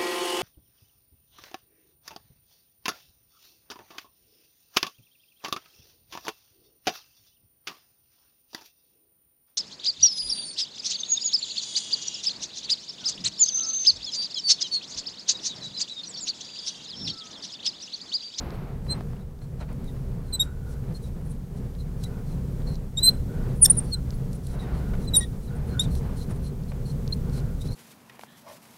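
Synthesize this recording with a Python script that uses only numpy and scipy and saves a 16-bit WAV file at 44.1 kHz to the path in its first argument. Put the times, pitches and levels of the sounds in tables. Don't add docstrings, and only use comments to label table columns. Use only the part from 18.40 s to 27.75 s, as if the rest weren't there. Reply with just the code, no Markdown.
import sys
import numpy as np
from scipy import signal
from scipy.fft import rfft, irfft
from scipy.io import wavfile
from scipy.ndimage import uniform_filter1d

SR = 44100
rng = np.random.default_rng(int(sys.argv[2]) if len(sys.argv) > 2 else 0)


def unload_audio(sound):
    columns = np.transpose(np.atleast_2d(sound))
    steps = np.round(np.clip(columns, -1, 1) * 32767)
    wavfile.write(sys.argv[1], SR, steps.astype(np.int16))


def undo_db(level):
    steps = np.asarray(level, float) / 20
    return 10 ** steps


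N = 412335
TOP_HZ = 15800


def colour(points, lo_hz, hi_hz):
    hz = np.arange(N // 2 + 1) * SR / N + 1e-3
    f, db = np.transpose(points)
    gain = undo_db(np.interp(np.log(hz), np.log(f), db, left=-90, right=-90))
    inside = (hz > lo_hz) & (hz < hi_hz)
    gain = gain / np.sqrt(np.sum(gain[inside] ** 2) / len(hz))
    return irfft(gain * rfft(rng.standard_normal(N)), N)


def walk(rate_hz, size=N):
    k = max(int(SR / rate_hz), 1)
    steps = np.repeat(rng.standard_normal(size // k + 1), k)
    return 1.7 * uniform_filter1d(uniform_filter1d(steps, k), k)[:size]


def band(x, hz, width_hz):
    return signal.lfilter(*signal.iirpeak(hz, hz / width_hz, fs=SR), x)


def add(out, start_s, sound):
    i = int(start_s * SR)
    out[i:i + len(sound)] += sound[:N - i]


def arch(start_s, length_s, power):
    t = np.arange(N) / SR
    return np.sin(np.pi * np.clip((t - start_s) / length_s, 0, 1)) ** power


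# f/Hz, level/dB per Hz
VENT_SPECTRUM = [(12, -32), (20, 2.5), (33, 4), (49, -5.5), (63, 4), (91, -8), (130, 1.5), (176, -4.5),
                 (200, -8.5), (257, -13), (303, -23), (330, -23), (401, -17), (430, -23), (467, -16.5),
                 (522, -25.5), (560, -27), (730, -49), (1230, -120)]
DEEP_DB, DEEP_FOLLOWS = -34, .9


def ventilation(background_db, swing_db, gust_db):
    deep_points = [p for p in VENT_SPECTRUM if p[0] < 95] + [(105, -12.0), (130, -35.5)]
    drone_points = [(75, -37.0), (95, -7.5)] + [p for p in VENT_SPECTRUM if p[0] > 95]
    deep = undo_db(DEEP_DB + DEEP_FOLLOWS * swing_db) * colour(deep_points, 22.0, 68.0)
    return deep + undo_db(background_db + gust_db) * colour(drone_points, 89.0, 480.)


# f/Hz, level/dB per Hz
HISS_SPECTRUM = [(1500, -14), (3000, -2), (6000, -0.5), (10000, -1.5), (14000, -2), (16500, -2)]
HISS_DB, HISS_FOLLOWS = -69, 0.69
CREEP_DB_PER_S = 0.16


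def microphone_hiss(swing_db):
    t = np.arange(N) / SR
    level_db = HISS_DB + HISS_FOLLOWS * swing_db + CREEP_DB_PER_S * (t - 6.0) + .4 * walk(6)
    return undo_db(level_db) * colour(HISS_SPECTRUM, 12900.0, 15670.0)


def fabric():
    centre_hz, width_hz, level_db, ends_s = 12270, 2800, -65, 0.33
    fade = np.clip(1 - np.arange(N) / SR / ends_s, 0, 1) ** .5
    points = [(centre_hz - width_hz, -14), (centre_hz, 0), (centre_hz + width_hz, -14)]
    return undo_db(level_db) * fade * colour(points, 9000., 15000.)


# f/Hz, level/dB per Hz
AIR_SPECTRUM = [(380, -26), (540, -4.5), (760, -7), (1070, -11.5), (1500, -15.5), (2200, -20.5),
                (3000, -26), (4500, -29.5), (7000, -45)]
# start t/s, length t/s, level/dB
SWISHES = [(-.3, 0.8, -48), (0.44, 0.22, -49), (.66, 0.11, -58), (1.19, 0.063, -45.5), (1.27, 0.073, -52.5),
           (1.507, .11, -59), (1.88, 0.24, -51.5), (2.19, 0.29, -67), (3.577, 0.46, -57), (4.55, 0.3, -53),
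           (4.847, 0.37, -51), (5.196, 0.16, -47), (5.334, 0.15, -52.5), (5.671, 0.098, -58),
           (6.02, 0.63, -47.5), (6.682, 0.18, -51), (7.05, 0.55, -51.5), (7.55, 0.28, -51.5),
           (7.875, 0.078, -50), (8.26, 0.17, -57), (8.502, 0.98, -55.5)]
AIR_DB, AIR_FOLLOWS, SWISH_BODY_DB = -56, 0.68, 1


def air_and_sleeve(swing_db, gust_db):
    power = sum(undo_db(2 * db) * arch(s, length_s, 2.4) for s, length_s, db in SWISHES)
    rush = np.sqrt(power + undo_db(AIR_DB + AIR_FOLLOWS * swing_db) ** 2) * undo_db(gust_db)
    body = np.sqrt(power) * undo_db(SWISH_BODY_DB + gust_db)
    body_points = [(170, -20), (260, 0.5), (450, -2.5), (600, -20.5)]
    return rush * colour(AIR_SPECTRUM, 523.0, 1300.) + body * colour(body_points, 200., 550.)


# t/s, level/dB
BACKGROUND_LEVEL = [(0.0, -38), (0.68, -35), (0.88, -41), (1.53, -34.5), (2.21, -37), (2.29, -33.5), (2.94, -36.5),
                    (4.19, -30.5), (4.56, -36), (4.61, -29), (6.22, -33), (6.48, -28.5), (7.21, -33.5), (7.29, -28.5),
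                    (8.31, -34), (8.67, -29), (9.32, -31), (9.35, -40.5)]
BACKGROUND_MID_DB = -33.5


def background():
    background_db = np.interp(np.arange(N) / SR, *np.transpose(BACKGROUND_LEVEL))
    swing_db = background_db - BACKGROUND_MID_DB
    gust_db = 1.0 * walk(12) + .8 * walk(40)
    vents = ventilation(background_db, swing_db, gust_db)
    return vents + air_and_sleeve(swing_db, gust_db) + fabric() + microphone_hiss(swing_db)


# start t/s, length t/s, level/dB
RUBS = [(1.876, 0.33, -57), (2.203, 0.28, -61), (3.6, 0.24, -60), (4.625, .18, -56), (4.876, 0.22, -53),
        (5.53, 0.072, -57), (6.082, 0.57, -55.5), (7.072, 0.15, -57.5), (7.298, 0.14, -53),
        (7.62, .25, -65), (8.8, 0.43, -60.5)]


def rubs():
    pane_hz, width_hz = 1456, 110
    hollow = band(band(rng.standard_normal(N), pane_hz, width_hz), pane_hz, 3 * width_hz)
    touch = sum(undo_db(db) * arch(s, length_s, 0.6) for s, length_s, db in RUBS)
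    return touch * undo_db(-0.5 + 1.9 * walk(30)) * hollow / np.std(hollow)


# t/s, peak level/dB, t60/ms
KNOCKS = [(0.466, -40, 25), (.492, -44, 20), (.502, -50, 20), (.608, -31.5, 14), (.733, -43, 14),
          (.766, -48, 54), (.796, -52, 18), (1.018, -45, 54), (1.204, -56, 120), (1.211, -38, 26),
          (1.223, -41, 65), (1.29, -43.5, 30), (1.565, -47, 30), (2.172, -49, 20), (3.284, -54, 15),
          (4.328, -49, 33), (5.204, -46, 30), (5.436, -46, 40), (5.464, -55, 30), (5.725, -42.5, 30),
          (6.535, -39, 60), (6.552, -36, 40), (7.696, -45, 28), (7.905, -43, 80), (8.318, -39, 35)]


def knocks():
    out, t = np.zeros(N), np.arange(4000) / SR
    push = -(t / 0.00066) ** 2 * np.exp(2 - 2 * t / 0.00048)
    for s, db, t60_ms in KNOCKS:
        decay = np.exp(-np.log(1000) * t * 1000 / max(t60_ms, 3.))
        rustle = rng.standard_normal(len(t)) * decay
        rustle = band(band(rustle, 350., 900.), 600., 1200.)
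        add(out, s, undo_db(db + 4.5) * (0.36 * push + rustle / np.max(np.abs(rustle))))
    return out


# t/s, peak level/dB, centre f/Hz, brightness level/dB
TICKS = [(0.1057, -35.5, 4300, -25), (0.61, -57, 4100, -21), (0.9906, -49, 4150, -18.5),
         (1.328, -53, 4000, 4), (1.443, -48, 4200, 1.5), (2.525, -48, 4000, -10), (2.918, -51, 3590, 6),
         (3.3515, -42, 3880, -23), (3.639, -31.5, 4200, -5.5), (4.2203, -44, 3840, -17),
         (4.345, -44, 5900, -20), (4.356, -35, 4900, -26), (5.2487, -13, 5900, -6.5),
         (5.262, -20, 4505, 2.5), (5.2987, -32.5, 8630, -6.5), (5.7063, -30, 4900, -21),
         (5.931, -39.5, 4770, 1), (6.0686, -39, 4200, 1.5), (6.768, -34.5, 14500, -12.5),
         (7.553, -33, 4160, -0.5), (7.7963, -45, 4090, -5), (8.0655, -40.5, 4200, -10),
         (8.236, -43.5, 4500, -21), (8.6778, -28.5, 4660, -24.5), (8.897, -40, 4400, -17.5),
         (9.0027, -41, 5530, -15), (9.2163, -38.5, 3910, -6)]


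def ticks():
    out, t = np.zeros(N), np.arange(300) / SR
    for s, db, hz, bright_db in TICKS:
        snap = np.sin(2 * np.pi * hz * t) * t / 0.00015 * np.exp(1 - t / 0.00012)
        snap = 1.67 * band(snap, hz, 0.95 * hz)
        grit = rng.standard_normal(len(t)) * np.exp(-t / 0.0045)
        grit = band(band(grit, 9100.0, 6000.), 10000., 9000.)
        add(out, s, undo_db(db) * (snap + undo_db(bright_db) * grit / np.max(np.abs(grit))))
    return out


# f/Hz, width f/Hz, level/dB
FELT = [(4200, 2700, -4.5), (5700, 890, -6.5), (7600, 1800, -6), (9200, 1300, -4), (10270, 730, -7),
        (12700, 2000, -10.5)]


def felt_hiss():
    felt, fine = 0, 0
    for hz, width_hz, db in FELT:
        fibres = band(band(rng.standard_normal(N), hz, width_hz), hz, 2 * width_hz)
        fibres = undo_db(db + 2 * walk(40)) * fibres / np.std(fibres)
        felt = felt + fibres
        if 8500 < hz < 11500:
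            fine = fine + fibres
    return felt, fine


# start t/s, length t/s, level/dB
SKIMS = [(2.845, 0.037, -61), (2.893, 0.039, -58), (5.146, 0.085, -54.5), (5.223, .035, -49),
         (5.26, 0.03, -47), (5.317, .025, -44.5), (5.348, .016, -50), (5.38, 0.056, -52.5),
         (5.429, 0.036, -55.5), (7.02, .07, -66), (7.142, 0.044, -58.5), (7.265, 0.042, -61),
         (7.89, 0.043, -57.5), (7.945, .03, -59), (9.31, .038, -61)]
# start t/s, length t/s, ring f/Hz, ring level/dB, hiss level/dB
UPPER_STROKES = [(0.128, 0.044, 4250, -67, -66), (0.433, 0.087, 4000, -75, -66),
                 (0.783, 0.046, 3930, -67.5, -72), (1.188, 0.043, 4020, -63, -61),
                 (1.439, 0.082, 3830, -65, -67), (1.853, 0.1, 4060, -70, -66),
                 (1.985, 0.08, 3820, -77, -56.5), (2.277, 0.079, 4230, -78, -62),
                 (2.532, 0.057, 4270, -68, -59.5), (2.612, 0.083, 3950, -66, -61.5),
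                 (2.833, 0.13, 4100, -81, -70), (3.148, 0.053, 4150, -76, -66),
                 (3.374, 0.06, 4050, -63, -65), (3.58, 0.11, 4200, -69, -64),
                 (3.628, 0.022, 3870, -58, -45.5), (3.857, 0.11, 4170, -67, -65),
                 (4.56, 0.068, 3900, -63, -54.5), (4.66, 0.057, 3950, -61, -49)]
LOWER_STROKES = [(5.247, .016, 3620, -60, -28), (5.272, .148, 3920, -67, -61),
                 (6.74, 0.031, 3800, -70, -46), (5.424, 0.14, 4420, -68, -60.5),
                 (5.725, 0.027, 4400, -57, -61), (5.896, 0.085, 4060, -76.5, -64),
                 (6.027, 0.14, 4060, -72, -59.5), (6.18, 0.073, 3830, -57, -60.5),
                 (6.329, .089, 4245, -67, -63.5), (6.591, 0.087, 4050, -69.5, -62),
                 (6.728, 0.12, 3680, -58, -53), (7.015, 0.0685, 4040, -69.5, -63),
                 (7.283, 0.076, 4200, -62, -67), (7.397, 0.066, 3830, -52, -50),
                 (7.755, 0.1, 4160, -60, -56.5), (7.888, 0.046, 4000, -72, -59),
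                 (8.267, 0.055, 4200, -62, -64), (8.711, 0.046, 4250, -62, -53.5),
                 (8.914, 0.095, 4185, -59.5, -55.5)]
UPSTROKES = [
    (1.006, 0.061, 4200, -72, -66),
    (6.815, 0.054, 3540, -52, -69),
    (9.2, 0.039, 3800, -53, -54),
    (9.235, 0.061, 3960, -59, -55.5),
    (9.3, 0.11, 4220, -55, -59),
]
EVEN_STROKES = [
    (4.255, 0.12, 4200, -58, -62.5),
    (5.361, 0.051, 5360, -58, -73.5),
    (7.496, 0.11, 4160, -59.5, -57.5),
    (8.019, 0.084, 4200, -62, -56.5),
    (8.447, 0.089, 4260, -61, -58),
]
SAG_HZ_PER_S = 3600
SAG_SHARES = [(UPPER_STROKES, 1), (LOWER_STROKES, 1), (UPSTROKES, -1), (EVEN_STROKES, .45)]


def strokes():
    out = np.zeros(N)
    felt, fine = felt_hiss()
    for start_s, length_s, db in SKIMS:
        i, size = int(start_s * SR), int(length_s * SR)
        add(out, start_s, undo_db(db) * np.sqrt(np.hanning(size)) * fine[i:i + size])
    shake = (.6 + walk(520) + 1j * walk(520)) * undo_db(2.5 * walk(100))
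    for start_s, length_s, hz, ring_db, hiss_db, share in [(*r, share) for rows, share in SAG_SHARES for r in rows]:
        sag_hz = SAG_HZ_PER_S * length_s * share
        span = slice(int(start_s * SR), min(int((start_s + length_s) * SR), N))
        along = np.linspace(0, 1, span.stop - span.start)
        pressure = np.clip(np.minimum(along, 1 - along) * length_s / .02, 0, 1)
        phase = 2 * np.pi * np.cumsum(hz - sag_hz * (along - .5)) / SR
        ring = np.imag(shake[span] * np.exp(1j * phase))
        add(out, start_s, pressure * (undo_db(ring_db) * ring + undo_db(hiss_db) * felt[span]))
    return out


OVERTONE_FADE, THIRD_FADE, THIRD_PER_DB = 1.4, .8, 2.45
HALF_DB_PER_HZ = -0.0508


def slip(start_s, length_s, hz0, hz1, db, attack, hold, rise_db, fall_db,
         droop_hz_per_db=0, builds_db=0, **overtones):
    u = np.linspace(0, 1, num=17)
    rising_db = -rise_db * np.clip(1 - u / attack, 0, 1) ** 2
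    falling_db = -fall_db * np.clip((u - hold) / (1 - hold), 0, 1) ** 2
    below_db = rising_db + falling_db
    hz = hz0 + (hz1 - hz0) * u + droop_hz_per_db * below_db
    level_db = db + below_db
    columns = [start_s + length_s * u, hz, level_db]
    if overtones:
        fade_db = level_db + OVERTONE_FADE * below_db
        second_db = fade_db + overtones["second_db"]
        third_db = fade_db + THIRD_FADE * below_db + overtones["third_db"] + THIRD_PER_DB * (db + 25.5)
        half_db = level_db + overtones["half_db"] + builds_db * u + HALF_DB_PER_HZ * (hz - 3750)
        columns += [second_db, third_db, half_db]
    return np.transpose(columns)


def tone_track(rows, rise_s, fall_s, inertia_s):
    s, hz, *dbs = np.transpose(rows)
    t = np.arange(s[0] - rise_s, s[-1] + fall_s, 1 / SR)
    edge_db = -40 * (np.clip((s[0] - t) / rise_s, 0, 1) ** 1.5 + np.clip((t - s[-1]) / fall_s, 0, 1))
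    k = max(int(inertia_s * SR), 1)

    def slew(v):
        return uniform_filter1d(uniform_filter1d(v, k, mode="nearest"), k, mode="nearest")

    wobble = 0.00094 + .012 * (max(dbs[0]) < -49)
    wander = 1 + wobble * walk(200, size=SR)[:len(t)]
    phase = 2 * np.pi * np.cumsum(slew(np.interp(t, s, hz)) * wander) / SR
    flutter_db = .25 * walk(300, size=SR)[:len(t)]
    gains = []
    for j, db in enumerate(dbs):
        steepness = 1.8 if j else 1
        gains.append(np.sqrt(2) * undo_db(slew(np.interp(t, s, db) + edge_db * steepness) + flutter_db))
    return t[0], phase, gains


# start t/s, length t/s, first f/Hz, last
# f/Hz, level/dB
WHISTLES = [(1.474, .022, 3800, 3560, -60), (5.249, .003, 9280, 9130, -23.5), (.8, .015, 3950, 3800, -69),
            (1.014, .016, 4120, 4260, -64), (1.924, .004, 4380, 4250, -46), (2.64, .014, 3900, 3830, -56),
            (3.66, .015, 2000, 1980, -58), (5.25, .004, 15200, 14900, -36),
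            (2.548, 0.029, 4340, 4270, -49.5), (3.639, 0.022, 4030, 3840, -45),
            (5.25, 0.0035, 5900, 5620, -17.5), (5.255, 0.003, 5460, 5380, -14.5),
            (5.249, .005, 3700, 3550, -37.5), (5.25, 0.0051, 11550, 11000, -18),
            (5.295, .004, 3770, 3850, -46.5), (5.322, 0.011, 9200, 10200, -46),
            (5.742, .026, 10900, 10500, -57), (5.947, 0.0195, 9920, 9200, -53),
            (6.764, 0.0064, 12650, 13200, -30), (6.806, 0.044, 1913, 1870, -42),
            (1.487, .017, 2000, 1920, -62), (6.22, .025, 1940, 1925, -54), (7.077, 0.02, 4000, 3900, -59),
            (7.453, 0.01, 3650, 3480, -48), (8.725, 0.011, 4090, 4264, -26),
            (9.287, 0.0091, 4120, 4170, -45)]
WHISTLE = dict(attack=.3, hold=0.2, rise_db=2, fall_db=6)
# t/s, f/Hz, level/dB
LOUD_WHISTLES = [
    [(5.213, 10500, -36), (5.224, 9570, -10.5), (5.232, 9300, -7), (5.242, 8856, -9.5), (5.249, 8400, -14)],
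    [(5.3, 9000, -10.5), (5.307, 9300, -9), (5.314, 9900, -13.5), (5.318, 10260, -25.5)],
    [(5.367, 10120, -42), (5.373, 9794, -25), (5.38, 9442, -26), (5.388, 8950, -19.5), (5.396, 8630, -26)],
    [(6.764, 8780, -25), (6.769, 9240, -11), (6.776, 9560, -13.5), (6.786, 9600, -18), (6.79, 9400, -25),
     (6.799, 9130, -25)],
]


def whistles():
    out = np.zeros(N)
    for rows in [slip(*row, **WHISTLE) for row in WHISTLES] + LOUD_WHISTLES:
        start_s, phase, (gain,) = tone_track(rows, rise_s=0.0022, fall_s=.0045, inertia_s=.0012)
        add(out, start_s, gain * np.sin(phase))
    return out


# start t/s, length t/s, first slip rate f/Hz, last slip rate f/Hz, level/dB
SWELLS = [
    (.478, 0.07, 4095, 4157, -29),
    (5.512, 0.047, 4490, 3976, -27),
    (6.664, .038, 4190, 3910, -40),
]
STUTTERS = [
    (5.2562, .0068, 3600, 3530, -21.5),
]
MUTTERS = [
    (6.81, 0.039, 3780, 3835, -42),
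]
PURRS = [
    (1.928, 0.0386, 4060, 3990, -30),
]
SWELL = dict(attack=0.5, hold=.66, rise_db=37.5, fall_db=25.5, second_db=-8, third_db=-20.5, half_db=-33.5,
             droop_hz_per_db=3)
STUTTER = dict(attack=0.17, hold=0.44, rise_db=13.5, fall_db=4.5, second_db=-1, third_db=-6.5, half_db=-5.5)
MUTTER = dict(attack=.25, hold=0.54, rise_db=-4, fall_db=7.5, second_db=-15, third_db=-12.5, half_db=-2,
              builds_db=-19.5)
PURR = dict(attack=.3, hold=0.64, rise_db=7.5, fall_db=12, second_db=0, third_db=-1.5, half_db=-28)
SQUEAL_KINDS = [(SWELLS, SWELL), (STUTTERS, STUTTER), (MUTTERS, MUTTER), (PURRS, PURR)]
# t/s, slip rate f/Hz, level/dB,
# grip level/dB (2nd line over the 1st), alternation level/dB (over the 1st)
LOUD_SQUEALS = [
    [(1.996, 3670, -31, -11, -45), (1.999, 3780, -21, -8, -44), (2.007, 3760, -18.5, -7, -50),
     (2.02, 3770, -21, -10.5, -31.5), (2.03, 3840, -29, -35, -23), (2.038, 3720, -46, -25, -18)],
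    [(4.573, 3720, -31, -5, -33), (4.58, 3715, -25, -3.5, -33.5), (4.588, 3764, -25, -10.5, -36.5),
     (4.594, 3867, -26.5, -21, -45), (4.603, 3930, -39.5, -28.5, -44)],
    [(4.607, 3955, -43, -35.5, -60), (4.621, 4000, -38, -39.5, -60), (4.628, 4045, -26, -13.5, -60),
     (4.634, 4020, -18.5, -3.5, -59.5), (4.654, 4105, -22, 4, -60), (4.668, 4070, -16, -9.5, -60),
     (4.687, 4075, -10, -32.5, -60), (4.695, 4166, -14, -21.5, -60), (4.701, 4080, -33, -25, -59.5)],
    [(6.738, 3900, -25.5, -14, -37.5), (6.744, 3860, -21.5, -13, -45), (6.752, 3815, -21.5, -7, -20),
     (6.758, 3773, -21.5, -7, -14.5), (6.767, 3770, -23, -9, -17.5), (6.773, 3720, -34, -16.5, -17.5)],
    [(7.396, 3565, -18, -6, -26), (7.399, 3660, -21, -4.5, -20), (7.404, 3730, -22, -8.5, -27),
     (7.411, 3780, -24, -16, -20), (7.419, 3830, -31, -27, -25), (7.427, 3802, -40, -35, -25)],
]
THIRD_EXTRA_DB = [2.5, -4, 1.5, 5.5, 4.5]
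# multiple of the slip rate, level/dB
HALF_LINES = [(.5, -18.5), (1.5, 1.5), (2.5, 3.5), (3.5, -13)]
FOURTH_DB, FOURTH_DB_PER_HZ = -11.5, -0.078


def loud_squeal(rows, extra_db):
    return [(s, hz, db, db + grip_db, 1.49 * db - 4.0 + .4 * grip_db + extra_db, db + half_db)
            for s, hz, db, grip_db, half_db in rows]


def squeals():
    out = np.zeros(N)
    episodes = [slip(*row, **shape) for table, shape in SQUEAL_KINDS for row in table]
    episodes += [loud_squeal(rows, extra_db) for rows, extra_db in zip(LOUD_SQUEALS, THIRD_EXTRA_DB)]
    for rows in episodes:
        start_s, phase, (g1, g2, g3, half) = tone_track(rows, rise_s=0.0046, fall_s=0.0045, inertia_s=.002)
        stack = g1 * np.sin(phase) + g2 * np.sin(2 * phase) + g3 * np.sin(3 * phase)
        last_hz = rows[-1][1]
        if last_hz < TOP_HZ / 4:
            stack += g3 * undo_db(FOURTH_DB + FOURTH_DB_PER_HZ * (last_hz - 3600)) * np.sin(4 * phase)
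        veil = np.diff(rng.standard_normal(len(phase) + 1))
        stack += (g2 * undo_db(-46) + half * undo_db(-23)) * veil
        alternation = sum(undo_db(db) * np.sin(k * phase) for k, db in HALF_LINES)
        add(out, start_s, stack + half * alternation)
    return out


def studio(x):
    t60_s, level_db, pane_db = 0.27, -29.5, 4
    t = np.arange(int(.3 * SR)) / SR
    tail = rng.standard_normal(len(t)) * np.exp(-np.log(1000) * t / t60_s) * np.clip(t / .004, 0, 1)
    tail = tail + undo_db(pane_db) * band(tail, 8100, 900)
    tail = tail / np.sqrt(np.sum(tail ** 2))
    return x + undo_db(level_db) * signal.fftconvolve(x, tail)[:N]


def scene():
    marker = knocks() + ticks() + strokes() + whistles() + squeals()
    return (background() + rubs() + studio(marker))[None]


def band_limit(x):
    return signal.sosfilt(signal.butter(12, 15820, fs=SR, output="sos"), x)


def record(dry):
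    steep = signal.ellip(10, .2, 70, TOP_HZ, fs=SR, output="sos")
    mix = signal.sosfilt(steep, dry)
    return band_limit(mix)


dry = scene()
out = record(dry)
unload_audio(out)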